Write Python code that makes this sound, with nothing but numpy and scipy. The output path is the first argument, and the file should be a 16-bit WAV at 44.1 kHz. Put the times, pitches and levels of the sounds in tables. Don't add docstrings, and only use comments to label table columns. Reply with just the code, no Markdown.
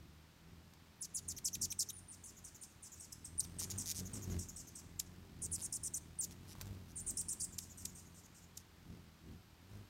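import sys
import numpy as np
from scipy import signal
from scipy.fft import rfft, irfft, next_fast_len
from scipy.io import wavfile
from scipy.ndimage import map_coordinates

SR = 44100
rng = np.random.default_rng(int(sys.argv[2]) if len(sys.argv) > 2 else 0)


def generate_wav(sig):
    pcm = np.round(np.clip(np.atleast_2d(sig).T, -1, 1) * 32767).astype(np.int16)
    wavfile.write(sys.argv[1], SR, pcm)


def boost(x):
    u = np.asarray(x, float) / 20
    return 10 ** u


N = 436149

# sweeps/Hz, first top f/Hz, last top f/Hz, first bottom f/Hz, last bottom f/Hz,
# rising share/1, level at bottom/dB
FAR_WARBLE = (310, 9200, 7100, 5700, 4400, .58, -9)
# first at/ms, later per warble start/1, gap/ms, second to first bottom/1,
# whistle base f/Hz, whistle rise per bottom rise/1
FAR_DIP_HABIT = (4.0, .37, 30, .9, 8200, .5)


def unit(x):
    return x / np.sqrt(np.mean(x ** 2) + 1e-20)


def along(points, hz):
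    f, v = np.transpose(points)
    return np.interp(np.log(hz + 1), np.log(f + 1), v)


def curves(rows):
    s, *cols = np.transpose(rows)
    return [np.interp(np.arange(N) / SR, s, c) for c in cols]


def wobble(rate_hz, size=N):
    knots = rng.standard_normal(size // 20 + 9)
    return map_coordinates(knots, [np.arange(size) * rate_hz / SR])


def filtered(x, response):
    m = next_fast_len(N + 8192)
    return irfft(rfft(x, m) * response(np.fft.rfftfreq(m, 1 / SR)), m)[..., :N]


def noise(spectrum):
    return unit(filtered(rng.standard_normal(N), lambda hz: boost(along(spectrum, hz))))


def add(track, s, sound):
    track[round(s * SR):][:len(sound)] += sound


def rise(t, at_s, soft_s):
    return .5 + .5 * np.tanh((t - at_s) / soft_s)


def garden_air():
    # f/Hz, density/dB
    air_spectrum = [(180, -18), (300, -6.5), (372, -8.5), (555, -10.5), (930, -8), (1010, -9), (1120, -9),
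                    (2440, -12.5), (4990, -15), (6000, -18), (10400, -24.5), (14700, -23), (16000, -30)]
    return boost(-68.5) * noise(air_spectrum)


def insect():
    # t/s, level/dB
    insect_level = [
        (4.7, -110),
        (5.0, -84),
        (5.4, -89),
        (7.9, -82),
        (8.3, -91),
        (9.89, -86),
    ]
    level_db, = curves(insect_level)
    band = [(11900, -55), (12250, -12), (12400, -10), (12600, -1), (13000, -65.5)]
    return boost(level_db + 2.0 * wobble(30)) * noise(band)


def hedge(x, leaves_db):
    # f/Hz, t60/s
    hedge_t60 = [(2000, 0.24), (7000, 0.61), (9500, 0.53), (14000, 0.34)]
    hz, t, z = signal.stft(rng.standard_normal(SR // 2), SR, nperseg=256)
    fade = boost(-60 * t / along(hedge_t60, hz)[:, None])
    tail = signal.istft(z * fade, SR, nperseg=256)[1]
    tail *= 1 + boost(leaves_db - 60 * np.arange(len(tail)) / SR / 0.061)
    return signal.fftconvolve(np.pad(x, (60, 0)), tail / np.linalg.norm(tail))[:N]


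def echoes(x, taps):
    return sum(boost(db) * np.pad(x, (round(s * SR), 0))[:N] for s, db in taps)


def wall(x):
    early = echoes(x, [(.0021, -22), (.0037, -15), (.0062, -22), (.0115, -22)])
    late = echoes(x, [(.067, -28), (.078, -31)])
    return early + filtered(late, lambda hz: 1 / (1 + (hz / 8600) ** 12))


def flight():
    # t/s, wing beat f/Hz, hum level/dB
    hovering = [(0, 40.7, -64), (1, 41.3, -64), (1.8, 47.3, -61), (2.5, 43.5, -64), (3.1, 39.3, -62.5),
                (3.9, 47.2, -58), (4.6, 40.4, -58), (5.1, 45.7, -58.5), (5.8, 38, -56.5), (6.4, 42.3, -59),
                (7.3, 42.2, -56.5), (7.75, 45, -59), (8.2, 43.5, -61), (8.6, 44, -64), (9.1, 40.2, -64),
                (9.6, 39.4, -67.5), (9.89, 47, -62.5)]
    # t of closest approach/s, hum level/dB, passing time/s, wing beat f/Hz, swish level/dB
    fly_bys = [(0.021, -61, 0.15, 34, -89), (.52, -60.5, 0.045, 42.7, -91), (1.332, -57, .08, 43, -74),
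               (1.631, -54.5, 0.07, 43, -71), (3.5, -56, 0.1602, 42, -69.5),
               (3.63, -54.5, 0.083, 47.7, -67), (3.77, -50.5, 0.0998, 48.7, -61.5),
               (4.02, -47.5, 0.045, 46.3, -64), (4.161, -51, 0.073, 55, -61),
               (4.333, -42, 0.0616, 45.5, -58), (4.38, -45.5, 0.022, 42.6, -75),
               (4.87, -57, 0.097, 39, -78), (5.47, -55, 0.11, 41.5, -78), (5.62, -58, 0.0587, 50, -66.5),
               (6.301, -55, 0.066, 46, -73), (6.47, -57, 0.0503, 51, -67.5), (6.6, -60.5, 0.049, 47, -64),
               (6.71, -54, .1, 53, -67), (7.09, -53, 0.072, 44.3, -69), (7.85, -58, 0.047, 48, -73),
               (8.929, -54, 0.083, 43, -72.5), (9.31, -53.5, 0.064, 41.5, -72.5),
               (9.759, -54.5, 0.067, 51, -69)]
    beat_hz, hover_db = curves(hovering)
    s, hum_db, pass_s, pass_beat_hz, swish_db = np.transpose(fly_bys)[:, :, None]
    t = np.arange(0, N + 64, 64) / SR
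    near = (1 + ((t - s) / pass_s) ** 2) ** -2.2

    def passing_sum(v):
        return np.interp(np.arange(N) / SR, t, (v * near).sum(0))

    hover_power = boost(2 * hover_db)
    power = hover_power + passing_sum(boost(2 * hum_db))
    beat_hz = (beat_hz * hover_power + passing_sum(pass_beat_hz * boost(2 * hum_db))) / power
    swish_power = boost(2 * (hover_db - 14.5)) + passing_sum(boost(2 * swish_db))
    return beat_hz, np.sqrt(power), np.sqrt(swish_power)


def wings():
    # multiple of the beat/1, level/dB
    beat_harmonics = [(1, -4), (2, 2), (3, -9), (4, -2.5), (5, -10), (6, -13), (7, -14.5), (8, -13),
                      (9, -15.5), (10, -24)]
    # f/Hz, density/dB
    draught_spectrum = [(15, -45.5), (25, -8.5), (86, -1.5), (189, -7), (223, -9), (344, -15), (700, -33),
                        (910, -78), (1540, -120)]
    feather_spectrum = [(300, -32), (600, -4), (1500, -9.0), (3000, -12.5), (6000, -13.5), (15000, -20.0)]
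    beat_hz, strength, swish = flight()
    turn = 2 * np.pi * np.cumsum(beat_hz * (1 + 0.01446 * wobble(12))) / SR
    tone = sum(boost(db + 2.57 * wobble(8)) * np.sin(k * turn + rng.uniform(0, 3.83))
               for k, db in beat_harmonics)
    puffs = boost(3.34 * np.cos(2 * turn) + 2.3 * np.cos(turn))
    hum = boost(-1.5) * (strength / boost(-57.5)) ** 0.098 * unit(tone)
    hum += boost(-2.5) * unit(puffs * noise(draught_spectrum))
    feathers = unit(puffs * noise(feather_spectrum))
    return strength * boost(0.83 * wobble(7)) * hum + swish * feathers


def clicks():
    # t/s, peak level/dB, thump level/dB
    snaps = [(.737, -48.5, -22), (1.1383, -52, -20), (1.786, -50, -33), (3.617, -52.5, 5),
             (5.514, -48, -20), (6.31, -43, -29), (6.553, -50, 2), (6.6064, -56, 3), (6.6125, -30, -30),
             (6.617, -37, -15), (6.632, -52, -11), (6.657, -47, -10), (6.670, -46, -24), (6.677, -49, -17),
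             (9.70, -62, -2)]
    out, t = np.zeros(N), np.arange(SR // 50) / SR
    for s, db, thump_db in snaps:
        snap = boost(-60 * t / 0.00072) * np.sin(2 * np.pi * 6800 * t)
        snap += boost(-16.5 - 60 * t / 0.017) * rng.standard_normal(len(t))
        thump = boost(thump_db - 60 * t / 0.0049) * np.sin(2 * np.pi * 1100 * t)
        add(out, s, boost(db + 6.5) * (snap + thump))
    return out


def syrinx(pitch_hz, second_db, third_db, rasp):
    # f/Hz, level/dB
    throat = [(1200, -8.5), (2500, -8.5), (4000, -6.5), (6000, 1.5), (9300, 0.5), (10600, 0), (12500, -4.5),
              (16000, -16)]
    turn = 2 * np.pi * np.cumsum(pitch_hz) / SR
    smear = rasp * wobble(1400, size=len(pitch_hz))
    out = 0
    for k, db in ((1, 0), (2, second_db), (3, third_db)):
        level = boost(db + along(throat, k * pitch_hz)) * (k * pitch_hz < SR / 2)
        out = out + level * np.sin(k * turn + (k - 1) * smear)
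    return out


def chips():
    # t/s, level/dB, top f/Hz, length/ms
    falls = [
        (2.628, -48, 7500, 11.38),
        (4.989, -30, 7830, 14.1),
        (7.5772, -34.5, 7685, 14),
        (7.848, -32.5, 8500, 10.3),
        (8.251, -60, 8540, 16),
        (8.567, -41, 7800, 12.1),
    ]
    out, t = np.zeros(N), np.arange(SR // 40) / SR
    for s, db, hz, length_ms in falls:
        done = np.clip(t / (length_ms / 1000), 0, 1)
        pitch_hz = hz - (hz - 1250) * (np.clip(done - .2, 0, 1) / .8) ** 2.1
        shape = done ** 2.2 * (1 - done) ** 0.86
        add(out, s, boost(db + 13.0) * shape * syrinx(pitch_hz, second_db=-1.0, third_db=1, rasp=0.082))
    return out


def warble(t, start_s, end_s, habit, unsteady, sag, sag_s, peak=0.71, droop=1.4):
    rate_hz, top0, top1, low0, low1, rising, fall_db = habit
    size = len(t)
    done = np.clip((t - start_s) / max(end_s - start_s, 1e-3), 0, 1)
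    sagging = rise(t, end_s - sag_s, 0.00162)
    speed_hz = rate_hz * (1 + unsteady * wobble(146.3, size)) * (1 - 0.279 * sagging)
    cycle = (rising + np.cumsum(speed_hz * (t > start_s)) / SR) % 1
    swing = np.where(cycle < rising, cycle / rising, 1 + (cycle - rising) / (1 - rising))
    low_hz = low0 + (low1 - low0) * done
    top_hz = top0 + (top1 - top0) * done ** droop
    pitch_hz = low_hz + (top_hz - low_hz) * np.abs(np.sin(np.pi * swing / 2)) ** 1.4
    pitch_hz *= 1 + 0.0252 * wobble(498.4, size)
    pitch_hz *= 1 - sag * sagging * (.9 + 0.338 * np.tanh(wobble(900, size)))
    push = .5 + .5 * np.cos(2 * np.pi * (cycle - peak * rising))
    gain_db = fall_db * (1 - push) * (1 - 0.66 * sagging) - 4.5 * sagging
    return pitch_hz, boost(gain_db + 1.13 * wobble(598.0, size))


def bursts(table, rate_hz, ratios, rising, fall_db, swell_db, second_db, sag, peak, droop=1.4, hiss_db=-14):
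    out, t = np.zeros(N), np.arange(SR // 10) / SR
    for s, db, hz, length_ms in table:
        end_s = length_ms / 1000 + 0.0023
        habit = (rate_hz, *(hz * np.array(ratios)), rising, fall_db)
        own_sag = sag * np.interp(hz, [5900, 6200], [1, .45])
        pitch_hz, gain = warble(t, 0, end_s, habit, unsteady=0.0318, sag=own_sag, sag_s=0.0072,
                                peak=peak, droop=droop)
        shape = boost(db + 10.5 - swell_db * np.clip(1 - t / end_s, 0, 1))
        shape *= rise(t, 0.0014, .0005) * (1 - rise(t, end_s, 0.0017))
        add(out, s, shape * gain * syrinx(pitch_hz, second_db, second_db + 4, rasp=2.37))
        puff = np.exp(-((t - end_s + .0045) / 0.0025) ** 2)
        puff += 0.33 * np.exp(-((t - .001) / .0007) ** 2)
        add(out, s, boost(db + hiss_db) * puff * np.diff(rng.standard_normal(len(t) + 1)))
    return out


def rattles():
    # t/s, level/dB, top f/Hz, length/ms
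    slow = [(4.245, -70, 6600, 116), (6.882, -66.5, 7000, 39), (8.55, -68, 6970, 63.4),
            (3.588, -45, 7500, 59), (3.697, -46.5, 7490, 23), (3.8545, -42.5, 7830, 66),
            (3.943, -48.5, 7390, 61), (5.577, -55, 6053, 37), (6.308, -59.5, 6440, 20.8),
            (6.476, -58.5, 6560, 56)]
    return bursts(slow, 164, (0.84, 0.96, 0.18, .25), rising=0.44, fall_db=-22, swell_db=9,
                  second_db=-3.5, sag=0.093, peak=0.59)


def trills():
    # t/s, level/dB, f/Hz, length/ms
    near_trills = [
        (1.3633, -49, 5700, 24),
        (1.5293, -42.5, 5690, 26.2),
        (1.7019, -42.5, 5590, 24.4),
        (1.8866, -44.5, 5725, 18.5),
                   (3.426, -53, 5520, 25),
    ]
    return bursts(near_trills, 345, (1.03, 1.2, 0.96, 0.88), droop=0.59, hiss_db=-7.0,
                  rising=0.49, fall_db=-14, swell_db=8, second_db=-5.0, sag=.54, peak=0.78)


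def calls(table, habit, crest_hz, slide, second_db, droop, warble_db, opening_db=0, peak=0.48, end_db=5.5,
          dull_db=-2.0):
    out, t = np.zeros(N), np.arange(SR // 10) / SR
    size = len(t)
    for s, db, hz, start_ms, length_ms, drops in table:
        start_s, end_s = start_ms / 1000, length_ms / 1000 + 0.00515
        dips = [(at_ms / 1000, low_hz, ms / 1000) for at_ms, low_hz, ms in drops]
        first_s = dips[0][0] if dips else 1
        whistle_hz = hz + (crest_hz - hz) * rise(t, first_s, .001)
        whistle_hz *= 1 + 0.019 * wobble(253, size)
        whistle_hz *= 1 + slide * (.3 - np.exp(-t / 0.0014)) * (t < first_s)
        for at_s, low_hz, width_s in dips:
            dip = np.cos(np.pi / 2 * np.clip((t - at_s) / (1.1 * width_s), -1, 1)) ** 2
            whistle_hz -= (whistle_hz - low_hz) * dip
        pitch_hz, gain = warble(t, start_s, end_s, habit, unsteady=.08, sag=0.35, sag_s=0.00502,
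                                peak=peak, droop=droop)
        mix = rise(t, start_s, 0.00069)
        whistle_db = db + 4.0 + opening_db * np.exp(-t / 0.0029) + 2.8 * wobble(295, size)
        level = (1 - mix) * boost(whistle_db) + mix * boost(db + warble_db + 5.5) * gain
        level *= boost(dull_db * (1 - mix) * (crest_hz - whistle_hz) / 4000)
        level *= (1 - np.exp(-t / 0.0014)) * (1 - rise(t, end_s - .004, 0.004))
        overtone_db = second_db - 1.2 * mix + end_db * rise(t, end_s - .009, 0.0038)
        voice_hz = (1 - mix) * whistle_hz + mix * pitch_hz
        add(out, s, level * syrinx(voice_hz, overtone_db, overtone_db - 1, rasp=3.2 * mix))
        lead_in = np.sin(np.cumsum(np.linspace(3500, 8500, 130)) * 2 * np.pi / SR)
        add(out, s - .003, boost(db - 18.5) * np.hanning(130) * lead_in)
    return out


def dipped(table, habit):
    first_ms, later, gap_ms, ratio, base_hz, follow = habit
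    rows = []
    for s, db, low_hz, start_ms, length_ms in table:
        at_ms = first_ms + later * start_ms
        dips = [(at_ms, low_hz, 4.1), (at_ms + gap_ms, ratio * low_hz, 3.6)]
        dips = [d for d in dips if d[0] < start_ms + 1.2]
        rows.append((s, db, base_hz + follow * (low_hz - 5000), start_ms, length_ms, dips))
    return rows


def held(table):
    # t of bottom/s, bottom f/Hz, width/ms
    whistle_dips = [(1.9866, 8500, 3.4), (1.994, 5930, 1.7), (2.109, 8100, 3.1), (2.2424, 6200, 4.0),
                    (2.2614, 6570, 4.7), (3.391, 8970, 5.2), (3.3978, 8100, 3.14), (3.402, 5740, 0.8),
                    (3.408, 3920, 5.74), (3.128, 5050, 5.3), (3.136, 5210, 4.6), (3.256, 5120, 4.1),
                    (3.598, 5760, 5.4),
                    (1.0232, 6560, 2.5), (1.027, 5370, 1.7), (1.151, 6700, 4.2), (1.159, 6440, 2.9),
                 (1.1617, 6480, 2), (1.289, 6130, 3.1), (1.2968, 5780, 2), (1.448, 7500, 2.3),
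                 (1.456, 5250, 5.4), (1.4615, 5600, 2), (1.6202, 5400, 4.9), (1.6298, 4180, 2.9),
                 (1.7906, 7830, 2.6), (1.798, 5220, 4.9), (1.8072, 4240, 3.5), (6.2086, 7750, 2.5),
                 (6.213, 6220, 2.44),
                    (5.5222, 8900, 1.5), (5.5253, 7204, 1.6), (5.626, 6270, 3.4), (5.6327, 5680, 3),
                  (5.635, 5600, 1.5), (5.7304, 5300, 3.8), (5.736, 6877, 2.5), (5.7396, 5000, 2.6),
                  (5.841, 5210, 5.3), (5.945, 5977, 5.6), (5.949, 5890, 2.36), (5.953, 5800, 2.08),
                  (6.9615, 8870, 1.89), (7.0714, 6600, 2.93), (7.176, 5230, 2.6), (7.185, 5360, 4.9),
                  (7.292, 5150, 2.5), (7.300, 5425, 3.4), (7.406, 4580, 3.9), (7.4136, 6400, 2.8),
                  (7.417, 4470, 3.5)]
    every = whistle_dips
    rows = []
    for row in table:
        dips = [(1000 * (at - row[0]), low, ms) for at, low, ms in every if 0 < at - row[0] < .08]
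        rows.append((*row, dips))
    return rows


def leaving_bird():
    # t/s, level/dB, first dip bottom f/Hz, warble start/ms, length/ms
    departing = [
        (2.953, -62, 5670, 0.76, 38.3),
        (7.599, -54, 5730, 0.93, 44.56),
        (7.7738, -55, 5785, 15.3, 51),
        (7.9495, -56.5, 5925, 14.6, 51.9),
        (8.143, -61.5, 5690, 1.01, 58.13),
        (8.344, -62.5, 5710, 1.37, 49.4),
    ]
    return calls(dipped(departing, FAR_DIP_HABIT), FAR_WARBLE, crest_hz=9400, slide=.03, second_db=-1.5,
                 droop=2.1, warble_db=-2.0)


def far_bird():
    # t/s, level/dB, whistle f/Hz, warble start/ms, length/ms
    long_whistles = [
        (1.927, -59.5, 9650, 61.8, 68),
        (2.0817, -56.5, 9250, 38.5, 67),
        (2.2353, -56, 8600, 34.97, 71),
        (7.003, -51, 9050, 44.5, 14),
        (7.966, -70, 9100, 70.2, 33),
    ]
    # t/s, level/dB, first dip bottom f/Hz, warble start/ms, length/ms
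    answers = [
        (2.4406, -55.5, 5795, 18, 50.2),
        (2.6127, -54, 6480, 20, 41),
        (2.8251, -53.5, 6450, 15, 53.7),
        (2.9971, -54, 5500, 18, 57.5),
        (3.7769, -43.5, 5940, 15.3, 47.3),
        (3.9558, -52, 5766, 18.1, 48.8),
        (4.1323, -49.5, 5440, 14.2, 45.42),
        (4.3856, -49, 5376, 13.5, 52.4),
        (4.5601, -50.5, 5366, 16.3, 55.95),
        (4.7517, -53, 5150, 15, 49.57),
    ]
    # t/s, level/dB, whistle f/Hz, warble start/ms, length/ms
    faltering = [
        (3.1195, -53.5, 8050, 45, 13),
        (3.2452, -49.5, 8250, 16, 34),
        (3.5853, -44.5, 8720, 19, 49),
    ]
    # t/s, level/dB, f/Hz, length/ms
    distant_trills = [(2.366, -61.5, 6570, 26.7), (2.5447, -60, 6570, 22), (2.699, -72, 6295, 26),
                      (2.9171, -57.5, 6635, 27.6), (3.6996, -48, 6700, 16), (4.052, -55, 6420, 23),
                      (4.219, -55, 6316, 26), (4.299, -57, 6360, 29), (4.4848, -52, 6630, 17),
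                      (4.669, -59.5, 6120, 23), (7.5225, -59, 6890, 23), (7.696, -61, 6670, 30),
                      (7.871, -61, 6600, 32), (8.054, -69, 6360, 25.7), (8.234, -68, 6535, 28),
                      (8.419, -68.5, 6760, 27.6)]
    out = calls(held(long_whistles), FAR_WARBLE, crest_hz=9600, slide=-0.0355, second_db=-4.0,
                droop=0.98, warble_db=-2.0)
    out += calls(dipped(answers, FAR_DIP_HABIT), FAR_WARBLE, crest_hz=9450, slide=-0.012, second_db=-4.5,
                 droop=1.0, warble_db=-3.0)
    out += calls(held(faltering), FAR_WARBLE, crest_hz=9740, slide=0.052, second_db=-2.5,
                 droop=0.8, warble_db=-11.5)
    out += bursts(distant_trills, 345.6, (1.07, 1.09, 0.82, 0.76), rising=0.39, fall_db=-22, swell_db=3.5,
                  second_db=-1.5, sag=0.138, peak=0.91)
    return out


def rival_away():
    # t/s, level/dB, whistle f/Hz, warble start/ms, length/ms
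    turned = [
        (6.9575, -50, 9300, 7.5, 45),
        (7.0644, -43.5, 9400, 10.1, 43.8),
        (7.1696, -42.5, 9100, 20.2, 43.47),
        (7.2841, -44, 9000, 18, 48.3),
        (7.3986, -44, 9000, 22, 49.6),
    ]
    # sweeps/Hz, first top f/Hz, last top f/Hz, first bottom f/Hz, last bottom f/Hz,
    # rising share/1, level at bottom/dB
    away_habit = (345, 9300, 8000, 6200, 5000, .5, -21)
    return calls(held(turned), away_habit, peak=0.78, crest_hz=9600, slide=0.15, end_db=13, dull_db=-2.0,
                 second_db=-7, droop=1.317, warble_db=5.0, opening_db=8.0)


def rival():
    # t/s, level/dB, whistle f/Hz, warble start/ms, length/ms
    challenge = [
        (5.4176, -45, 9400, 2, 45.7),
        (5.5163, -42, 9900, 11.2, 45.05),
        (5.6172, -44.5, 9400, 20.7, 47.17),
        (5.7234, -44, 9600, 19, 46),
        (5.8325, -44, 9300, 11.7, 46.5),
        (5.9365, -45, 8700, 18.2, 42.8),
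    ]
    # sweeps/Hz, first top f/Hz, last top f/Hz, first bottom f/Hz, last bottom f/Hz,
    # rising share/1, level at bottom/dB
    rival_habit = (350, 9700, 8100, 6100, 5100, .42, -16)
    return calls(held(challenge), rival_habit, peak=0.73, crest_hz=10030, slide=0.13, second_db=-4.5,
                 droop=1.8, warble_db=4.0, opening_db=1)


def near_bird():
    # t/s, level/dB, whistle f/Hz, warble start/ms, length/ms
    near_calls = [
        (1.0073, -45, 9870, 22.1, 49.5),
        (3.3787, -37, 9270, 61, 29),
                  (1.142, -42.5, 10400, 26, 50),
        (1.279, -43, 9000, 19.2, 44),
        (1.444, -37, 8150, 20.4, 41),
        (1.6116, -37, 8500, 19, 45),
        (1.789, -35.5, 8470, 20, 40.4),
    ]
    # t/s, level/dB, whistle f/Hz, warble start/ms, length/ms
    plunge = [
        (6.187, -40.5, 8950, 27.4, 62.7),
    ]
    # sweeps/Hz, first top f/Hz, last top f/Hz, first bottom f/Hz, last bottom f/Hz,
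    # rising share/1, level at bottom/dB
    near_habit = (310, 8500, 7100, 5200, 3500, .58, -11)
    deep_habit = (305, 8600, 6900, 5000, 2900, .55, -13)
    out = calls(held(near_calls), near_habit, crest_hz=9600, slide=0.0979, second_db=-5.5,
                droop=0.484, warble_db=-1.5, opening_db=-14.0)
    out += calls(held(plunge), deep_habit, peak=0.83, crest_hz=9300, slide=0.064, second_db=-1.0,
                 droop=0.46, warble_db=-2.0, opening_db=-9)
    return out


def scene():
    close = near_bird() + rival() + trills() + rattles() + chips() + clicks()
    away = rival_away()
    far = far_bird()
    hidden = leaving_bird()
    direct = close + far + away + boost(-1.5) * hidden
    birds = direct + wall(direct)
    birds += boost(-6.0) * hedge(away, leaves_db=16.5)
    birds += boost(-4.5) * hedge(hidden, leaves_db=1)
    birds += boost(-11.5) * hedge(close, leaves_db=20.5)
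    birds += boost(-5.0) * hedge(far, leaves_db=8)
    return np.tile(birds + wings() + garden_air() + insect(), (2, 1))


def top_cut(x):
    return signal.sosfilt(signal.butter(12, 16480, fs=SR, output="sos"), x)


def record(dry):
    def microphone(hz):
        notch = boost(-3.5 * np.exp(-((hz - 10600) / 450) ** 2))
        return (hz < 15900) * notch / (1 + (39 / (hz + 1)) ** 7)

    return top_cut(filtered(dry, microphone))


dry = scene()
out = record(dry)
generate_wav(out)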